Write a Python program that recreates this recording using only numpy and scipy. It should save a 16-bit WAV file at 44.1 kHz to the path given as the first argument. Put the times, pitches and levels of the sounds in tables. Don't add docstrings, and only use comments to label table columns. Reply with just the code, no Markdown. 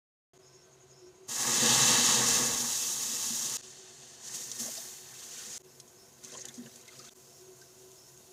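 import sys
import numpy as np
from scipy import signal
from scipy.fft import rfft, irfft
from scipy.io import wavfile

SR = 44100
rng = np.random.default_rng(int(sys.argv[2]) if len(sys.argv) > 2 else 0)


def gain_from_db(level_db):
    decades = np.asarray(level_db, float) / 20
    return 10 ** decades


def unload_audio(sound):
    columns = np.transpose(np.atleast_2d(sound))
    steps = np.round(np.clip(columns, -1, 1) * 32767)
    wavfile.write(sys.argv[1], SR, steps.astype(np.int16))


N = 366912
TIME = np.arange(N) / SR
LOADED_S = 3.572


def rms_one(x):
    return x / np.sqrt(np.mean(x ** 2) + 1e-20)


def coloured(x, spectrum):
    hz, db = np.transpose(spectrum)
    log_hz = np.log(np.fft.rfftfreq(N, 1 / SR) + 1)
    gain = gain_from_db(np.interp(log_hz, np.log(hz), db))
    return rms_one(irfft(rfft(x) * gain, N))


def resonance(x, hz, width_hz):
    r = np.exp(-np.pi * width_hz / SR)
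    feedback = [1, -2 * r * np.cos(2 * np.pi * hz / SR), r * r]
    return signal.lfilter(np.array([1, 0, -1]) * (1 - r * r) / 2, feedback, x)


def body(x, modes):
    total = 0
    for k, (hz, width_hz, db) in enumerate(modes):
        total = total + (-1) ** k * gain_from_db(db) * resonance(x, hz, width_hz)
    return rms_one(total)


def band(x, low_hz, high_hz):
    return signal.sosfilt(signal.butter(2, [low_hz, high_hz], "band", fs=SR, output="sos"), x)


def drift(rate_hz):
    r = np.exp(-80 * np.pi * rate_hz / SR)
    slow = signal.lfilter([1], [1, -2 * r, r * r], rng.standard_normal(N // 40 + 2002))
    slow = slow[2000:]
    return np.interp(np.arange(N) / 40, np.arange(len(slow)), rms_one(slow))


def window(start_s, length_s, edge_s):
    return np.clip(np.minimum(TIME - start_s, start_s + length_s - TIME) / edge_s, 0, 1)


# pitch_hz, relative level_db
ROOM_COLOUR = [(18, -47), (30, -20.5), (130, -6), (292, -16), (369, -5), (561, -15), (998, -15),
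               (1730, -21.5), (4670, -23.5), (6560, -22), (15600, -38.5)]
# pitch_hz, width_hz (first of two resonances), level_db
MOTOR_LINES = [(134.2, 7.5, -71), (365.8, 15, -69.5), (507, 21, -78), (634.6, 12, -76.5), (687.4, 31, -73),
               (1004, 6.7, -80), (1537, 23, -81.5)]
# start_s, length_s, rise_db
MOTOR_SWELLS = [(.36, 0.067, 10), (0.727, 0.13, 5), (0.995, 0.14, 12), (1.186, 0.081, 13), (3.614, .1, 8),
                (3.765, .11, 7), (4.85, 0.18, 4), (5.596, 0.096, 11), (6.2, 0.23, 5.5), (6.576, 0.092, 9),
                (7.38, 0.18, 11), (7.737, 0.23, 8)]


def kitchen():
    room_noise, motor_noise = rng.standard_normal((2, N))
    hum = 0
    for hz, width_hz, db in MOTOR_LINES:
        line = resonance(resonance(motor_noise, hz, width_hz), hz, 2 * width_hz)
        hum = hum + gain_from_db(db) * rms_one(line)
    drone_hz = 373.4 + 5.14 * drift(5.94)
    drone_db = -67.5 + 2.0 * drift(45.0)
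    for start_s, length_s, rise_db in MOTOR_SWELLS:
        drone_db = drone_db + rise_db * window(start_s, length_s, edge_s=0.036)
    drone = gain_from_db(drone_db) * np.sqrt(2) * np.sin(2 * np.pi * np.cumsum(drone_hz) / SR)
    return gain_from_db(-63) * coloured(room_noise, ROOM_COLOUR) + hum + drone


# time_s, level_db
THROB_LEVEL = [(.3, -66), (1.3, -67.5), (5.6, -67.5), (8.32, -70)]


def insects():
    throbs_per_s, first_throb_s = 11.45, .47
    pitch_hz, width_hz = 6600, 410
    pulse = .5 + .5 * np.cos(2 * np.pi * throbs_per_s * (TIME - first_throb_s))
    swell = pulse ** 1.3 * gain_from_db(2.0 * drift(5.0)) + .4
    song = resonance(rng.standard_normal(N), pitch_hz, width_hz)
    song = resonance(song, pitch_hz, 2 * width_hz)
    level_db = np.interp(TIME, *np.transpose(THROB_LEVEL))
    return gain_from_db(level_db) * rms_one(song * swell) + chirps()


# start_s, length_s, level_db
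CHIRP_TIMES = [(0.407, 0.25, -67), (0.894, 0.21, -66), (5.658, 0.13, -66), (5.964, 0.15, -65),
               (6.683, .1, -70), (7.24, 0.19, -66), (7.602, 0.14, -66), (7.958, 0.15, -63)]


def chirps():
    start_hz, rise_hz, width_hz, strokes_per_s = 5180, 330, 420, 100
    smooth = signal.butter(2, width_hz / 2, fs=SR, output="sos")
    a, b = signal.sosfilt(smooth, rng.standard_normal((2, N)))
    strokes = .85 + .15 * np.cos(2 * np.pi * strokes_per_s * TIME + .8 * drift(8.0))
    rough = (a + 1j * b) * strokes
    out = 0
    for start_s, length_s, db in CHIRP_TIMES:
        hz = start_hz + rise_hz * np.clip((TIME - start_s) / length_s, 0, 1) ** .7
        glide = (rough * np.exp(2j * np.pi * np.cumsum(hz) / SR)).real
        out = out + gain_from_db(db) * window(start_s, length_s, 0.025) * rms_one(glide)
    return out


def bursts(per_s, spread_db, flicker_db):
    sizes = gain_from_db(spread_db * np.minimum(rng.exponential(1, N), 5)) * rng.standard_normal(N)
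    born = rng.random(N) < per_s / SR
    clumps = gain_from_db(flicker_db * (drift(6.6) + drift(40.0)))
    return rms_one(sizes * born * clumps)


STRETCH_STARTS = [1.27, 3.572, 5.58, 7.0955]


def stretch_index():
    return np.searchsorted(STRETCH_STARTS, TIME).clip(1) - 1


def by_stretch(tables):
    curves = []
    for time_s, *columns in map(np.transpose, tables):
        curves.append(np.array([np.interp(TIME, time_s, column) for column in columns]))
    return np.choose(stretch_index(), curves)


# start_s, rise_db over the fizz curve
WET_FLARES = [(1.4, 1.5), (4.25, 2), (4.334, 9), (4.4, 3.5), (4.588, 6.5), (4.765, 1), (5.225, 2),
              (6.27, 6), (6.37, 2.5), (6.398, 6), (6.545, 3)]


def flares():
    rise_s, fall_s = .012, 0.033
    total_db = 0
    for s, db in WET_FLARES:
        total_db = total_db + db * np.interp(TIME, [s, s + rise_s, s + rise_s + fall_s], [0, 1, 0])
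    return total_db


# mouth_db, wall_db, floor_db over the fizz
POT_LEVELS = [(-9.5, -15, -20), (-9.5, -14, -16), (-14, -15.5, -6), (-9, -28, -9.5)]
# start_s, length_s, edge_s; then mouth_db, wall_db, floor_db
GRAINS_TIME = (1.15, 1.64, 0.25)
GRAINS_RISE = (0.5, 7, 10.5)
# start_s, length_s, edge_s; then mouth_db, wall_db, floor_db
THICK_TIME = (1.384, 1, 0.26)
THICK_RISE = (5, 2.5, 1.5)
SWING_SHARE = (0.35, 0.48, 0.7)
# mouth_db, wall_db, floor_db
POT_WANDER = (1, 1, 2)
# start_s, length_s, wall_db, floor_db
WATER_SLOSHES = [(4.253, 0.11, 4, 0), (4.598, 0.1, 5.5, 8.5), (6.313, 0.095, 10, 10),
                 (6.43, 0.098, 14.5, 8.5), (6.565, .12, 10, 9), (6.86, .22, 0, -1)]


def pot_paths(fizz_db):
    stretch = stretch_index()
    usual_db = np.array([np.median(np.transpose(table)[1]) for table in SIZZLE_LEVELS])[stretch]
    swing_db = (usual_db - fizz_db) * (TIME > LOADED_S)
    slosh_db = np.zeros((3, N))
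    for start_s, length_s, wall_db, floor_db in WATER_SLOSHES:
        slosh_db += np.array([[0], [wall_db], [floor_db]]) * window(start_s, length_s, edge_s=0.018)
    paths = []
    for k, share_db in enumerate(np.transpose(POT_LEVELS)):
        path_db = share_db[stretch] + slosh_db[k]
        path_db = path_db + GRAINS_RISE[k] * window(*GRAINS_TIME) + THICK_RISE[k] * window(*THICK_TIME)
        path_db = path_db + (1 - SWING_SHARE[k]) * swing_db
        paths.append(path_db + POT_WANDER[k] * drift(13.2))
    return paths


# pitch_hz, width_hz, share taken out [0 to 1]
METAL_DIPS = [(177, 35, 0.56), (407, 58, 0.33), (1020, 47, 1), (1350, 140, 0.44)]


def dipped(x):
    for hz, width_hz, share in METAL_DIPS:
        x = x - np.clip(share, 0, 1) * resonance(x, hz, width_hz)
    return x


# time_s, fizz level_db, spit level_db over the fizz
SIZZLE_LEVELS = [
    [(1.27, -73, -1), (1.29, -40, -13), (1.41, -34.5, -11.5), (1.66, -27, -15), (2.05, -27, -14.5),
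     (2.31, -28.5, -14), (2.68, -34.5, -10.5), (3.19, -35.5, -10.5), (3.56, -36, -12)],
    [(3.63, -50.5, -20), (3.85, -55, -19), (4.2, -54.5, -16), (4.26, -46, -17), (4.38, -44, -12),
     (4.57, -43.5, -11.5), (4.63, -41, -9), (4.88, -47.5, -7.5), (5.064, -53.5, -8), (5.416, -45.5, -12.5),
     (5.575, -43.5, -15)],
    [(5.64, -66.5, -2.5), (6.22, -62.5, -5.5), (6.25, -50, -15), (6.3, -60, -11), (6.33, -49, -18),
     (6.4, -55.5, -21), (6.44, -56, -16), (6.52, -61, -5), (6.55, -53.5, -15), (6.6, -59, -7),
     (6.85, -61, -7), (7.09, -55, -11)],
    [(7.16, -59.5, -6), (7.55, -62, -5), (8.32, -61, -5.5)],
]
# pitch_hz, relative level_db
FIZZ_COLOUR = [(2650, -18.5), (4500, -6.5), (4940, -3), (5940, 3), (6630, 5.5), (10000, -12),
               (13000, -42.5), (22000, -120)]
SPIT_COLOUR = [(6000, -19), (8500, -5), (11000, 2.5), (15700, -1.5), (17000, -26)]
# pitch_hz, width_hz, relative level_db
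MOUTH_MODES = [(2644, 127, 3.5), (2997, 300, 0), (3873, 580, 0.5), (3906, 38, 4.5), (4510, 170, -4)]
WALL_MODES = [(890, 200, -1.5), (1120, 41, 4), (1229, 70, -0.5), (1673, 115, 2.5), (1910, 450, -2.5),
              (2470, 150, -9)]
FLOOR_MODES = [(126, 6.2, 5.5), (235, 26.5, 5), (358, 20.5, -2), (479.7, 38, 0.5), (682, 23, -11)]
LOADED_MOUTH_MODES = [(2520, 780, -0.5), (3100, 120, 3), (3420, 290, -3.5), (3770, 87, 2.5),
                      (4320, 330, -0.5)]
LOADED_WALL_MODES = [(764, 114, -5), (1130, 250, -5.5), (1650, 170, -3.5), (1810, 37, 6), (2090, 200, -5.5)]


def sizzle():
    fizz_db, spit_db = by_stretch(SIZZLE_LEVELS)
    mouth_db, wall_db, floor_db = pot_paths(fizz_db)
    fine = bursts(per_s=25000, spread_db=-0.5, flicker_db=0.66)
    coarse = bursts(per_s=8000, spread_db=0.5, flicker_db=0.0)
    air = coloured(fine, FIZZ_COLOUR) + gain_from_db(spit_db) * coloured(fine, SPIT_COLOUR)
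    inside = fine * rng.choice([-1, 1], N)
    light = TIME < LOADED_S
    mouth = np.where(light, body(inside, MOUTH_MODES), body(inside, LOADED_MOUTH_MODES))
    wall = np.where(light, body(coarse, WALL_MODES), body(coarse, LOADED_WALL_MODES))
    mouth = band(mouth, 2900, 4900)
    wall = dipped(band(wall, 540, 2050))
    floor = dipped(band(body(coarse, FLOOR_MODES), 60, 950))
    open_air = gain_from_db(flares()) * (air + gain_from_db(mouth_db) * mouth)
    metal = gain_from_db(wall_db) * wall + gain_from_db(floor_db) * floor
    return gain_from_db(fizz_db) * (open_air + metal) * (TIME > STRETCH_STARTS[0])


# start_s, pitch_hz, level_db
BUBBLES = [(1.769, 137, -40), (1.975, 235, -39), (3.3, 227, -44), (4.59, 224, -51), (4.658, 230, -54),
           (4.61, 645, -56), (4.645, 588, -55), (4.67, 643, -50.5), (4.77, 660, -54), (4.766, 4850, -43),
           (6.325, 613, -52), (6.335, 3100, -51), (6.344, 1024, -53.5), (6.361, 547, -56),
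           (6.385, 535, -58), (6.365, 6760, -43), (6.405, 6220, -42), (6.44, 2970, -54), (6.478, 3470, -50),
           (6.573, 238.3, -41.5), (6.63, 226, -55), (6.655, 1650, -57), (6.876, 2076, -55.5),
           (6.912, 1305, -59), (6.982, 4920, -52), (6.988, 1220, -59), (7.03, 1225, -61),
           (7.065, 1470, -62), (7.082, 3500, -54), (7.612, 1540, -62)]


def glugs():
    out = np.zeros(N)
    for (start_s, hz, db), noise in zip(BUBBLES, rng.standard_normal((len(BUBBLES), 5000))):
        length_s = .022 + 8.0 / hz
        t = TIME[:round(length_s * SR)]
        edges = np.sin(np.pi / 2 * np.clip(np.minimum(t, length_s - t) / .009, 0, 1)) ** 2
        tone = np.sqrt(2) * np.sin(2 * np.pi * hz * t * (1 + 0.014 * t / length_s))
        bunch = resonance(resonance(noise, hz, .16 * hz), hz, .3 * hz)
        bunch = rms_one(bunch)[-len(t):]
        ragged = np.clip(hz / 700, .2, .8)
        bubble = np.sqrt(1 - ragged ** 2) * tone + ragged * bunch
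        at = round(start_s * SR)
        out[at:at + len(t)] += gain_from_db(db) * edges * bubble
    return out


def stand():
    fizz_db, _ = by_stretch(SIZZLE_LEVELS)
    lumps = rms_one(band(rng.standard_normal(N), 45, 120)) * gain_from_db(3.0 * drift(6.0))
    return gain_from_db(fizz_db - 28) * window(1.8, 1.16, 0.44) * lumps


# time_s, level_db
POUR_LEVEL = [(4.18, -91), (4.3, -65), (4.7, -59.5), (5.05, -66), (5.45, -53), (5.575, -56), (5.582, -100),
              (6.18, -75), (6.26, -55.5), (6.6, -67), (6.95, -59.5), (7.09, -59.5), (7.1, -107)]


def stream():
    born = bursts(per_s=2600, spread_db=1.0, flicker_db=1.5)
    dealt = rng.integers(0, 28, N)
    rings = 0
    for k, hz in enumerate(np.geomspace(1000, 5000, 28)):
        ring = resonance(born * (dealt == k) + 1e-18, hz, hz / 28.0)
        rings = rings + ring * (hz / 3000) ** 0.27
    return gain_from_db(np.interp(TIME, *np.transpose(POUR_LEVEL))) * rms_one(rings)


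def coloured_crack(crack, hz):
    hump = band(crack, 2600, 10000)
    ring = gain_from_db(26.0) * resonance(crack, hz, 0.15 * hz)
    pot_air = gain_from_db(8.0) * resonance(crack, 4100, 700)
    return band(hump + ring + pot_air, 2300, 13000)


# start_s, peak level_db, pitch_hz of the ring
DROPS = [(4.5152, -24.5, 6200), (5.7998, -35, 5350), (5.8775, -47, 6600), (6.2374, -38, 6400),
         (6.2465, -33, 6300), (6.319, -36, 6420), (6.395, -39, 6560), (6.4532, -29.5, 6600),
         (6.485, -32.5, 6550), (6.541, -37.5, 6080), (6.6603, -43.5, 2910), (6.758, -38, 6470),
         (6.811, -43, 6240), (6.879, -40, 6360), (6.992, -39, 5960), (7.048, -42, 5800),
         (7.6144, -42, 5590), (7.9155, -44, 6600), (8.174, -45, 6600)]


def pops():
    out, t = np.zeros(N), TIME[:4000]
    tail = gain_from_db(-60 * t / 0.025)
    tick = gain_from_db(-60 * t / 0.0019)
    envelope = (tail + tick) * (1 - np.exp(-t / 0.0004))
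    for (start_s, db, hz), noise in zip(DROPS, rng.standard_normal((len(DROPS), 4000))):
        crack = coloured_crack(noise * envelope, hz)
        at = round(start_s * SR)
        out[at:at + 4000] += gain_from_db(db) * (crack / np.abs(crack).max())[:N - at]
    return out


def near_walls(x):
    t = TIME[:4410]
    scattered = rng.standard_normal(4410) * (rng.random(4410) < .05)
    echoes = scattered * gain_from_db(-60 * t / .05) * (t > .001)
    echoes = echoes / np.sqrt(np.sum(echoes ** 2))
    echoes = gain_from_db(-9) * band(echoes, 1570, 21500)
    return x + signal.fftconvolve(x, echoes)[:N]


def scene():
    echoing = sizzle() + stream() + pops() + kitchen() + insects()
    mono = near_walls(echoing) + glugs() + stand()
    return np.array([mono, mono])


def low_pass(x):
    return signal.sosfilt(signal.butter(12, 15700, fs=SR, output="sos"), x)


# start_s, fade_s
BREAKS = [(0.379, 0.018), (3.571, 0.013), (3.6128, 0.023), (5.580, 0.024), (5.6207, 0.025), (7.0945, 0.02),
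          (7.136, 0.025)]


def record(dry):
    gain = 1. * (TIME > 0.3344)
    for start_s, fade_s in BREAKS:
        fade_in = np.clip((TIME - start_s) / fade_s, 0, 1) ** 1.3
        gain = gain * np.where(TIME < start_s, 1, fade_in)
    top_cut = signal.ellip(12, .5, 70, 15560, fs=SR, output="sos")
    low_cut = signal.butter(2, 38, "high", fs=SR, output="sos")
    mix = signal.sosfilt(np.vstack([top_cut, low_cut]), dry * gain)
    return low_pass(mix)


dry = scene()
out = record(dry)
unload_audio(out)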